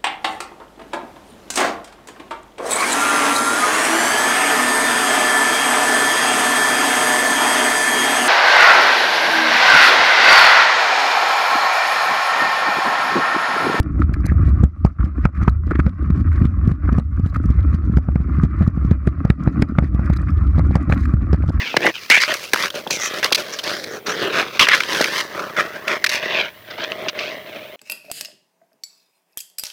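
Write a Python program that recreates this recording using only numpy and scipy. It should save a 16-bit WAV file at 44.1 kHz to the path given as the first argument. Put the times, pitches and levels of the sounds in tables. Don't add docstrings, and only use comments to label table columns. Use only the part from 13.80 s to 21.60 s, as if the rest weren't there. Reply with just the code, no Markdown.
import sys
import numpy as np
from scipy import signal
from scipy.fft import rfft, irfft, next_fast_len
from scipy.io import wavfile
from scipy.ndimage import uniform_filter1d, map_coordinates

SR = 44100
rng = np.random.default_rng(int(sys.argv[2]) if len(sys.argv) > 2 else 0)


def undo_db(level):
    steps = np.asarray(level, float) / 20
    return 10 ** steps


def waveform_to_disk(signal):
    frames = np.transpose(np.atleast_2d(signal))
    scaled = np.clip(frames, -1, 1) * 32767
    samples = np.round(scaled).astype(np.int16)
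    wavfile.write(sys.argv[1], SR, samples)


N = 343980

# centre_hz, width_hz, level_db
MOUNT_MODES = [(65.1, 20.9, 3.5), (82.6, 35.2, -0.5)]
# centre_hz, width_hz, level_db
EDGE_MODES = [(527, 200, 11), (900, 380, 2.5)]
# centre_hz, width_hz, level_db
HOUSING_MODES = [(1150, 300, 7), (1330, 311, 8), (1500, 500, -2.5), (2167, 130, -10.5), (2210, 480, -11.5)]
# centre_hz, width_hz, level_db
SHELL_MODES = [(1670, 370, 7), (2480, 400, -3)]
# start_s, tick_peak_db, thump_db, knock_db, sharp_edge_db
SLAB_JOINTS = [(0.8377, -29.5, -6.5, -52, -25.5), (1.0494, -25.5, -5, -34, -11.5),
               (1.454, -28.5, -8, -16.5, -17.5), (1.6799, -29.5, -7.5, -12.5, -29),
               (1.9102, -36.5, -21.5, -16, -26), (1.9934, -33.5, -10, -19, -24.5),
               (2.0648, -32.5, -13, -29, -28), (3.1837, -32, -10.5, -39.5, -23.5),
               (4.171, -26, -9.5, -28, -29.5), (4.358, -38, -11.5, -30, -26),
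               (4.8778, -32, -10, -44.5, -32), (5.1131, -31, -9.5, -35, -24.5),
               (5.2739, -29, -9.5, -25, -30), (5.451, -33.5, -11, -27.5, -21),
               (5.5015, -21.5, -6, -26, -23), (5.675, -37, -9, -25.5, -18.5),
               (5.8233, -17.5, -11, -21.5, -19), (5.9859, -26, -8, -16.5, -12.5),
               (6.9561, -29, -10.5, -22.5, -16.5), (7.0978, -32.5, -14, -25.5, -20),
               (7.1254, -23.5, -14.5, -21.5, -19), (7.3391, -36, -10.5, -43, -36),
               (7.5312, -27, -14, -29, -23)]
# start_s, tick_peak_db, thump_db, knock_db, sharp_edge_db
FINE_CRACKS = [(0.5189, -47, -12, -27, -30.5), (1.0627, -34, -26, -41, -33), (1.615, -56, -22, -25, -36),
               (1.6279, -58, -19.5, -24.5, -38), (2.303, -39, -10.5, -31, -38.5),
               (2.376, -44.5, -20, -37.5, -53.5), (2.6536, -34, -10.5, -31.5, -41),
               (2.9166, -36, -15, -42, -38.5), (3.1974, -36, -28.5, -57, -33), (4.1831, -35, -22, -53, -27),
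               (4.403, -50.5, -19.5, -42, -42), (4.636, -33, -7.5, -42.5, -30.5),
               (4.6499, -40, -18, -51, -34), (4.8186, -48.5, -14.5, -28.5, -41),
               (6.0244, -43.5, -18.5, -37, -29.5), (6.1471, -40, -16, -49.5, -35),
               (6.193, -44, -19, -29.5, -27.5), (6.794, -34, -29, -37, -19), (6.9676, -39, -20, -48, -25),
               (7.136, -35.5, -21, -45, -26.5)]
# start_s, thump_peak_db, sharp_edge_db
STONES = [(0.22, -14, -44), (0.287, -9.5, -45), (0.456, -18, -30.5), (0.673, -7.5, -42), (1.19, -15, -41),
          (1.233, -13.5, -40), (2.608, -5, -39), (2.869, -1.5, -46), (3.083, -17, -28.5), (3.119, -6, -38),
          (3.39, -6, -38), (3.454, -10, -36), (3.559, -12, -35), (3.648, -7, -55), (3.695, -8.5, -39),
          (3.937, -9, -40), (4.091, -6, -41), (4.28, -9, -25.5), (4.579, -5.5, -50), (4.802, -6, -32),
          (4.968, -8, -36), (5.042, -7.5, -41), (5.789, -6.5, -37), (6.293, -3.5, -22.5),
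          (6.774, -5.5, -26), (6.901, -8.5, -27), (7.536, -9.5, -26), (7.631, -16, -29),
          (7.682, -13.5, -30), (7.695, -14, -26.5)]
# start_s, peak_db, upper_modes_db
LONE_KNOCKS = [(0.218, -21, -29.5), (0.292, -27, -43), (0.339, -28, -28.5), (0.6781, -30, -52),
               (1.1891, -26.5, -53), (1.2056, -19.5, -38), (1.2288, -22.5, -46.5), (1.954, -15.5, -22.5),
               (1.9985, -12.5, -21.5), (2.474, -24.5, -43.5), (2.516, -28.5, -37), (2.617, -24, -29),
               (3.076, -21, -43), (3.091, -12.5, -41), (3.159, -36, -49), (3.5448, -25, -33),
               (3.557, -16.5, -33), (4.1367, -28, -51), (4.2843, -27.5, -55), (4.5981, -23.5, -51),
               (5.66, -24, -52), (6.2747, -21, -54), (6.3296, -23, -35), (6.429, -25, -49),
               (6.487, -44, -31), (6.794, -26, -42), (7.0107, -34, -37.5), (7.175, -25, -33),
               (7.2529, -23, -34), (7.6227, -44, -40)]
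# start_s, peak_db, pitch_hz
DECK_THUDS = [(0.1489, -26.5, 288), (0.1803, -23.5, 280), (0.2217, -18, 280), (0.6345, -17.5, 273),
              (1.3848, -15, 267), (1.872, -18, 258), (1.915, -10, 300), (1.9553, -13, 288),
              (1.9938, -5, 256), (2.2278, -19, 270), (2.4768, -32, 270), (2.6334, -17.5, 270),
              (2.7974, -31, 300), (3.0884, -16, 280), (3.133, -18, 260), (3.6038, -16, 250),
              (3.7043, -18, 244), (3.9063, -27, 260), (4.014, -28, 260), (4.0772, -19.5, 250),
              (4.1372, -17.5, 250), (4.1826, -22, 264), (4.4873, -20, 260), (5.0231, -25, 259),
              (5.5983, -26, 248), (5.7177, -23, 270), (5.9234, -15.5, 250), (6.0397, -16, 280),
              (6.3309, -20, 290), (6.5758, -19.5, 300), (6.6679, -23, 258), (6.736, -30, 260),
              (6.868, -21.5, 290), (7.1218, -12.5, 250), (7.6053, -19.5, 277), (7.6975, -15, 250)]
SHELL_FROM_HZ = 3000


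def unit(x):
    return x / np.sqrt(np.mean(x ** 2) + 1e-20)


def steadied(x, span):
    power = np.abs(uniform_filter1d(x ** 2, int(span * SR)))
    return unit(x / np.sqrt(power + 0.41 * np.mean(x ** 2)))


def wobble(rate):
    knots = rng.standard_normal(int(N * rate / SR) + 4)
    return map_coordinates(knots, [np.arange(N) * rate / SR])


def filtered(x, response):
    m = next_fast_len(N + SR // 2)
    return irfft(rfft(x, m) * response(np.fft.rfftfreq(m, 1 / SR)), m)[:N]


def body(modes, low_hz, top_hz, order=2):
    def response(f):
        modal = 0
        for k, (centre, width, db) in enumerate(modes):
            resonance = 1j * f * width / (centre ** 2 - f * f + 1j * f * width)
            modal = modal + (-1) ** k * undo_db(db) * resonance
        stiffness = (1j * f / (low_hz + 1j * f)) ** 2
        damping = (1 + 1j * f / top_hz - (f / top_hz) ** 2) ** order
        whole = modal * stiffness / damping
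        return whole / np.abs(irfft(whole)).max()
    return response


def bright(f):
    # frequency_hz, spectrum_db
    colour = [(2200, -50), (2800, 2), (3500, -0.5), (5000, -1), (7000, -8.5), (10000, -16), (11200, -16.5),
              (15500, -36)]
    hz, db = np.transpose(colour)
    return undo_db(np.interp(np.log(f + 1), np.log(hz), db))


def grit(rate, scatter_db):
    spread = np.minimum(rng.exponential(size=N), 4.5)
    size = undo_db(scatter_db * spread) * rng.standard_normal(N)
    return size * (rng.random(N) < rate / SR)


def blows(times, level_db):
    x = np.zeros(N)
    way = np.where(rng.random(len(times)) < 0.06, -1, 1)
    np.add.at(x, np.clip((times * SR).astype(int), 0, N - 1), way * undo_db(level_db))
    return x


def bursts(times, level_db, lengths):
    x, t = np.zeros(N + SR), np.arange(SR // 20) / SR - 0.008
    sub_hits = rng.standard_normal((len(times), len(t) // 63)).repeat(63, axis=1)
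    chatter = rng.standard_normal((len(times), len(t))) * undo_db(5.2 * sub_hits)
    for s, db, length, row in zip(times, level_db, lengths, chatter):
        hit = row * np.where(t > 0.001, undo_db(-20 * t / length), undo_db(-9 + 20 * t / 0.0055))
        hit *= np.sqrt(length * SR) / np.linalg.norm(hit)
        x[max(int((s + t[0]) * SR), 0):][:len(t)] += undo_db(db) * hit
    return x[:N]


def notes(rows, rise, gain_db):
    x, t = np.zeros(N + SR), np.arange(SR // 20) / SR
    swell = t / rise * np.exp(1 - t / rise)
    for s, db, hz in rows:
        x[int((s - rise) * SR):][:len(t)] += undo_db(db + gain_db) * swell * np.sin(2 * np.pi * hz * t)
    return x[:N]


def tick_pitches(count):
    return 3800 * np.exp(0.13 * rng.standard_normal(count))


def joint_parts():
    s, tick_db, thump_db, knock_db, edge_db = np.transpose(SLAB_JOINTS + FINE_CRACKS)
    knock_db = knock_db + 4.5
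    upper_db = -5 + 0.57 * tick_db + 0.43 * knock_db
    thumps = (s - 0.00524, thump_db + 7.5, edge_db + 7.5)
    return thumps, (s - 0.001, knock_db, upper_db), (s, tick_db)


def open_air():
    return undo_db(-84.5 + 2 * wobble(8)) * unit(filtered(rng.standard_normal(N), bright))


def tags():
    # start_s, length_s, level_db
    jingles = [(0.336, 0.011, -52), (0.455, 0.013, -44.5), (0.679, 0.025, -61), (1.675, 0.026, -51.5),
               (3.463, .04, -60), (3.545, 0.025, -52), (5.882, .01, -64), (6.335, 0.012, -61.5),
               (6.364, 0.011, -53), (7.095, 0.033, -55.5), (7.126, 0.059, -61), (7.164, 0.1, -60)]
    # centre_hz, width_hz, level_db
    metal_modes = [(4000, 180, 9), (5000, 230, 1), (6100, 250, -2.5), (7540, 250, -4), (8780, 200, -6),
                   (11400, 290, -5), (11800, 400, -9.5)]
    shake = np.zeros(N)
    for s, length, db in jingles:
        shake[int(s * SR):int((s + length) * SR)] = undo_db(db)
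    contacts = grit(rate=1200, scatter_db=4) * undo_db(4 * wobble(70))
    ringing = unit(filtered(contacts, body(metal_modes, low_hz=2530, top_hz=13000)))
    return uniform_filter1d(shake, int(0.006 * SR)) * ringing


def swing_under_way():
    # start_db, pitch_hz, t60_s
    first_swing = (-1.5, 72, 0.1)
    t, (start_db, hz, t60) = np.arange(N) / SR, first_swing
    return undo_db(start_db - 60 * t / t60) * np.cos(2 * np.pi * hz * t + 0.85)


def specks():
    # start_s, peak_db
    small_specks = [(0.2348, -45.5), (0.3487, -51), (0.4668, -48.5), (0.8473, -45), (1.2505, -49),
                    (1.63, -48), (1.6359, -47.5), (1.6848, -39), (1.696, -45), (1.919, -44), (1.956, -41),
                    (1.9595, -48.0), (2.0036, -38), (2.07, -43.5), (2.0947, -45), (2.306, -41),
                    (2.4903, -50), (2.552, -48.5), (2.5591, -45), (2.6594, -48), (2.6675, -45.5),
                    (2.8544, -48), (3.47, -51), (3.552, -49), (3.5598, -43), (3.5673, -48.0), (3.7002, -51),
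                    (3.7123, -50), (3.723, -47), (3.7959, -49.5), (3.807, -45.5), (3.8298, -46),
                    (3.8375, -51.5),
                    (4.5835, -52), (4.589, -46.5), (5.2885, -46.5), (5.6845, -47), (5.8011, -44.5),
                    (5.8087, -48), (5.9945, -44.5), (6.0412, -50), (6.154, -49.5), (6.3284, -45),
                    (6.4874, -52), (6.571, -48), (6.5787, -48), (6.5828, -45.5), (6.6699, -45.5),
                    (6.676, -46.5), (6.7605, -45), (6.7782, -45.5), (6.8526, -47), (6.9134, -45),
                    (6.9212, -45.5), (6.9473, -50.5), (6.9558, -21.5), (7.1035, -44), (7.1361, -35.5),
                    (7.1448, -42.5), (7.1669, -45), (7.1776, -39.0), (7.1991, -46), (7.2382, -48),
                    (7.247, -51.5), (7.259, -43), (7.4222, -48), (7.535, -39), (7.5465, -39), (7.5617, -46),
                    (7.6241, -47.5), (7.6316, -46), (7.688, -42)]
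    s, db = np.transpose(small_specks)
    pitched = notes(zip(s, db, tick_pitches(len(s))), rise=0.00036, gain_db=-3)
    click = np.zeros(N)
    click[(s * SR).astype(int)] = undo_db(db)
    shell = filtered(click, body(SHELL_MODES, low_hz=1400, top_hz=2700, order=3))
    return filtered(pitched + undo_db(17) * click, bright) + undo_db(4.5) * shell


def scrapes():
    # start_s, length_s, shell_db, bright_grit_db
    patches = [(0.447, 0.086, -37.5, -66), (0.657, 0.046, -53.5, -59.5), (1.442, 0.027, -34, -53),
               (1.552, 0.026, -43.5, -64.5), (1.605, 0.073, -46, -61), (1.895, 0.11, -43, -76),
               (2.354, 0.057, -58, -58.5), (2.51, 0.11, -48, -65.5), (3.932, 0.032, -49, -57.5),
               (4.585, 0.086, -53, -67), (4.793, 0.11, -55, -67), (5.66, 0.055, -56, -70),
               (6.029, 0.052, -46, -64), (6.25, 0.16, -43, -82.5), (6.922, 0.049, -38.5, -67.5),
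               (7.107, 0.035, -29.5, -59), (7.173, 0.085, -46.5, -59.5), (7.531, 0.02, -38, -54.5)]
    shake = np.zeros((2, N))
    for s, length, shell_db, bright_db in patches:
        swell = np.hanning(int(1.44 * length * SR)) ** 0.74
        levels = undo_db([[shell_db - 0.5], [bright_db - 0.5]])
        shake[:, int((s - length / 4) * SR):][:, :len(swell)] += levels * swell
    shake = uniform_filter1d(shake, int(0.011 * SR), axis=1) * undo_db(4 * wobble(80))
    shell = body(SHELL_MODES, low_hz=1200, top_hz=2600, order=4)
    rasp = steadied(filtered(grit(rate=6700, scatter_db=4.5), shell), span=0.086)
    crackle = steadied(filtered(grit(rate=720, scatter_db=2), bright), span=0.034)
    return shake[0] * rasp + shake[1] * crackle


def ticks():
    # start_s, peak_db, pitch_hz
    lone_ticks = [(0.0305, -35, 4900), (0.225, -35.5, 3500), (0.3409, -32, 4900), (0.4054, -44, 4880),
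                  (0.4593, -31.5, 4230), (0.6516, -47, 3470), (0.666, -42, 3700), (1.2456, -39.5, 3530),
                  (1.8695, -41, 4100), (1.951, -48, 3930), (2.5312, -41.5, 3870), (2.5991, -44, 3440),
                  (2.876, -34, 4140), (3.1278, -33.5, 3837), (3.397, -41.5, 3450), (3.4618, -35, 3915),
                  (3.544, -39.5, 4360), (3.6571, -39.5, 3364), (3.705, -34.5, 3400), (3.9436, -33, 3520),
                  (4.806, -51.5, 3506), (5.0502, -42, 3520), (6.3007, -34, 3276), (6.3344, -31, 4280),
                  (6.3651, -33.5, 4170), (6.4173, -41.5, 3320), (6.7862, -34, 3570), (6.9419, -41.5, 3780),
                  (7.6797, -37.5, 4110), (7.6968, -31, 4076)]
    joint_s, joint_db = joint_parts()[2]
    joint_ticks = [joint_s, joint_db, tick_pitches(len(joint_s))]
    s, db, pitch = np.hstack([joint_ticks, np.transpose(lone_ticks)])
    length = 0.0029 + 0.0012 * rng.random(len(s))
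    x, t = undo_db(-5) * bursts(s, db, length), np.arange(SR // 30) / SR
    ring_db = db - 8 * (np.arange(len(s)) < len(SLAB_JOINTS))
    for at, level_db, hz in zip(s, ring_db, pitch):
        decay = undo_db(level_db - 1 - 60 * t / 0.0046)
        ring = decay * np.sin(2 * np.pi * hz * t) * (1 - np.exp(-t / 0.00037))
        x[int(at * SR):][:len(t)] += ring[:N - int(at * SR)]
    x[(s * SR).astype(int) + 20] += undo_db(db + 6.5)
    return filtered(x, bright)


def knocks():
    s, db, upper_db = np.hstack([joint_parts()[1], np.transpose(LONE_KNOCKS)])
    length = 0.0065 + 0.0024 * rng.random(len(s))
    low = filtered(bursts(s, db, length), body(HOUSING_MODES[:2], low_hz=690, top_hz=2020))
    high = filtered(bursts(s, upper_db, length), body(SHELL_MODES, low_hz=910, top_hz=3170))
    return undo_db(-25.5) * low + undo_db(-16.5) * high


def rings():
    # start_s, peak_db, pitch_hz
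    deck_rings = [(0.834, -17.5, 407), (1.679, -16.5, 400), (1.917, -17, 400), (2.078, -26, 524),
                  (5.275, -12, 342), (5.276, -24.5, 637), (5.822, -15, 392), (7.531, -15.5, 400)]
    # start_s, peak_db, pitch_hz
    shell_taps = [(0.2205, -13, 1300), (0.2945, -32, 1250), (0.4057, -29, 1225), (0.5219, -29, 1200),
                  (0.583, -23, 1320), (0.8361, -26, 1200), (1.6499, -24, 1205), (1.6932, -28, 1360),
                  (1.9361, -23, 1170), (2.4838, -30, 1220), (2.5297, -27.0, 1495), (2.5788, -25.5, 1190),
                  (2.5888, -32, 1520), (2.6469, -24, 1150), (2.8155, -31, 1200), (3.1197, -30, 1280),
                  (3.182, -25, 1220), (3.601, -27, 1360), (3.6899, -26, 1203), (4.1719, -22.5, 1445),
                  (4.4977, -26, 1190), (4.5859, -30.5, 1260), (4.5992, -18.5, 1220), (4.6136, -24.5, 1200),
                  (4.8043, -30, 1350), (4.8319, -30.5, 1302), (4.8666, -22.5, 1223), (5.8238, -15.5, 2210),
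                  (5.9533, -26.5, 1334), (6.3008, -24, 1270), (6.3669, -23.5, 1270), (6.4727, -28, 1370),
                  (6.6107, -26, 1235), (6.7473, -26, 1280), (6.8509, -31, 1210), (6.9545, -13, 990),
                  (7.1147, -21.5, 1150), (7.2557, -28, 1350), (7.3378, -25, 1300), (7.5422, -32, 1510),
                  (7.6231, -32, 1540), (7.6367, -34, 1324), (7.699, -29.5, 1430)]
    # start_s, peak_db, pitch_hz
    joint_snaps = [(0.838, -25.5, 1440), (0.84, -36, 7400), (1.0505, -35.5, 4950), (1.4535, -19.5, 1520),
                   (1.6795, -13, 956), (1.454, -21, 2320), (5.2755, -22.5, 1750), (5.5035, -12, 1820),
                   (5.988, -19.5, 2250), (7.124, -16.5, 2400), (7.1245, -12, 1546)]
    deck = notes(DECK_THUDS + deck_rings, rise=0.0026, gain_db=0)
    taps = notes(shell_taps, rise=0.0013, gain_db=-2.5)
    return deck + taps + notes(joint_snaps, rise=0.00065, gain_db=4)


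def shudder():
    s, _, edge_db = joint_parts()[0]
    chatter = bursts(s + 0.012, edge_db, np.full(len(s), 0.03))
    deck_and_shell = body(EDGE_MODES + HOUSING_MODES[:3], low_hz=350, top_hz=2400, order=4)
    return undo_db(-49) * filtered(chatter, deck_and_shell)


def jolts():
    # centre_hz, width_hz, level_db
    kick_modes = [(94, 68.4, 5), (201, 118, -3)]
    stones = np.transpose(STONES) + [[0.002], [0], [8]]
    s, db, edge_db = np.hstack([joint_parts()[0], stones])
    kick = blows(s + 0.00272, db)
    thump = filtered(kick, body(kick_modes, low_hz=36, top_hz=400, order=3))
    swing = filtered(kick, body(MOUNT_MODES, low_hz=34.2, top_hz=247))
    edge = filtered(blows(s + 0.005334, edge_db), body(EDGE_MODES, low_hz=252, top_hz=1070))
    return undo_db(1.5) * thump + undo_db(-12) * swing + undo_db(-3.5) * edge


def load():
    # start_s, roughness_db, mount_sway_db, frame_flex_db
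    road = [(0, -8, 6.5, 4.5), (.3, -2, -6.5, 4.5), (.6, -0.5, 2.5, 2.5), (1.2, -3.5, -0.5, -1.5),
            (1.9, -2.5, -5, -1.5), (2.5, -3, 1, 0.5), (3.1, 0, -2, 0), (3.7, -1, 1.5, -5.5),
            (4.099, -3.5, -1, 1), (4.701, 5.5, -1, 0.5), (5.2, 7, 2, -2.5), (5.699, 2, -10, 8),
            (6.201, 0, -3, -0.5), (6.6, 0, 0, -1), (6.901, 1.5, 0, 2), (7.3, 1.5, -5, 1),
            (7.8, 1.5, 1.5, -3)]
    # start_s, load_lost_db, settling_s, sway_lost_db
    lifts = [(0, -2.5, 0.18, 18.5), (.22, 2, 0.14, -3), (0.845, 18.5, 0.17, 24), (1.059, 24.5, 0.047, 28),
             (1.26, 9, 0.13, 14), (1.458, 14, 0.07, 20), (1.716, 13, 0.15, 1), (2.086, 9.5, 0.12, 13),
             (2.643, 2, 0.22, 6), (2.908, 15, 0.078, 16.5), (3.18, 13.5, 0.23, 8.5), (3.443, 3.5, 0.19, 10),
             (3.942, 7.5, 0.087, 8), (4.171, 8, 0.12, 11.5), (4.319, 9, 0.32, 6.5), (4.621, 12.5, 0.14, 11),
             (4.85, 13.5, 0.22, 12.5), (5.12, 18, 0.11, 13), (5.278, 14, 0.078, 14), (5.4, 9.5, 0.3, 14),
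             (5.519, 10, 0.07, 5.5), (5.679, 9.5, 0.042, 7.5), (5.825, 6.5, 0.23, 8),
             (6.042, 8.5, 0.096, 1.5), (6.159, 1, 0.22, 4.5), (6.338, 2.5, 0.1, 3), (6.94, 4, 0.13, 11.5),
             (7.201, 3, 1, -1), (7.538, 1.5, 0.13, 4.5), (7.689, 4.5, 0.055, 12.5)]
    t = np.arange(N) / SR
    s, *controls = np.transpose(road)
    rough_db, sway_db, flex_db = [np.interp(t, s, c) for c in controls]
    for at, lost_db, settle, sway_lost_db in lifts:
        low = at + 0.015 + abs(lost_db) / 301.5
        dip = np.interp(t, [at, low, low + settle], [0, 1, 0])
        rough_db = rough_db - lost_db * dip
        sway_db = sway_db - sway_lost_db * dip
    return rough_db, sway_db, flex_db


def shedding():
    x, t, fall_s = np.zeros(N), np.arange(SR // 10) / SR, 0.028
    events = SLAB_JOINTS + FINE_CRACKS + STONES + DECK_THUDS + LONE_KNOCKS
    x[(np.array([row[0] for row in events]) * SR).astype(int)] = 1
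    fall = t / fall_s * np.exp(1 - t / fall_s)
    return np.minimum(signal.fftconvolve(x, fall)[int(fall_s * SR):][:N], 1)


def rolling():
    # centre_hz, width_hz, level_db
    frame_modes = [(118, 82.5, 4.5), (188.8, 109.3, 3), (277, 86, -2)]
    load_db, sway_db, flex_db = load()
    held_db = 10 * np.log10(undo_db(2 * load_db) + undo_db(2 * -21))
    swing_db = -13.5 + sway_db
    hum_db = -40 + held_db
    grit_db = -67.5 + 0.79 * load_db
    rumble_db = -20.5 + flex_db + 0.97 * (0.7 * load_db + 0.34 * sway_db)

    rough = 1.5 * np.tanh(wobble(30))
    coarse = grit(rate=300, scatter_db=2)
    fine = grit(rate=750, scatter_db=3.5)
    dust = grit(rate=2000, scatter_db=2.5)
    grains = grit(rate=900, scatter_db=3.5)

    mount = body(MOUNT_MODES, low_hz=31, top_hz=199)
    frame = body(frame_modes, low_hz=56, top_hz=364, order=6)
    edge = body(EDGE_MODES, low_hz=300, top_hz=870, order=4)
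    housing = body(HOUSING_MODES, low_hz=860, top_hz=2400, order=6)
    swing = steadied(filtered(coarse, mount), span=0.048)
    rumble = steadied(filtered(coarse + 0.78 * fine, frame), span=0.067)
    scrape = steadied(filtered(fine, edge), span=0.29)
    hum = steadied(filtered(0.74 * fine + 0.66 * dust, housing), span=0.058)
    sparks = steadied(undo_db(3 * wobble(45)) * filtered(grains, bright), span=0.11)
    sparks = sparks * undo_db(9.5 * shedding() - 11.5)
    hiss = 0.5 * unit(filtered(rng.standard_normal(N), bright))

    low = undo_db(swing_db) * swing + undo_db(rumble_db - 4 + 1.9 * rough) * rumble
    between = undo_db((rumble_db + hum_db) / 2 - 19.5 + 2.3 * rough) * scrape
    shell = undo_db(hum_db - 0.64 + 2.92 * rough) * hum
    return low + between + shell + undo_db(grit_db + 1) * (undo_db(5.1 * rough) * sparks + hiss)


def streaky(x):
    hz, _, z = signal.stft(x, SR, nperseg=1024, noverlap=768)
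    field = uniform_filter1d(rng.standard_normal(z.shape), size=2, axis=0)
    field = unit(uniform_filter1d(field, size=7, axis=1))
    gain_db = (3.5 * field - 1.33) * ((hz > 150) & (hz < SHELL_FROM_HZ))[:, None]
    return signal.istft(z * undo_db(gain_db), SR, nperseg=1024, noverlap=768)[1][:N]


def patchy(x):
    hz, _, z = signal.stft(x, SR, nperseg=128)
    field = uniform_filter1d(rng.standard_normal(z.shape), size=2, axis=0)
    field = unit(uniform_filter1d(field, size=12, axis=1))
    octaves = np.log2(np.maximum(hz, 4000) / 4000)[:, None]
    tilt = unit(uniform_filter1d(rng.standard_normal(z.shape[1]), size=8)) * octaves
    gain_db = (3 * field + 2.5 * tilt - 0.8) * (hz > SHELL_FROM_HZ)[:, None]
    return signal.istft(z * undo_db(gain_db), SR, nperseg=128)[1][:N]


def housing_notch(f):
    detuning = 910 ** 2 - f * f
    return (detuning + 1j * f * 70) / (detuning + 1j * f * 220)


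def scene():
    roll = streaky(filtered(rolling(), housing_notch))
    hits = open_air() + tags() + scrapes() + ticks() + knocks() + jolts()
    direct = swing_under_way() + specks() + rings() + shudder()
    return (patchy(roll + hits) + direct)[None]


def roll_off(x):
    return signal.sosfilt(signal.butter(12, 15800, fs=SR, output="sos"), x)


def record(dry):
    top, hardness = 0.985, 7.5
    mix = dry / (1 + np.abs(dry / top) ** hardness) ** (1 / hardness)
    return roll_off(mix)


dry = scene()
out = record(dry)
waveform_to_disk(out)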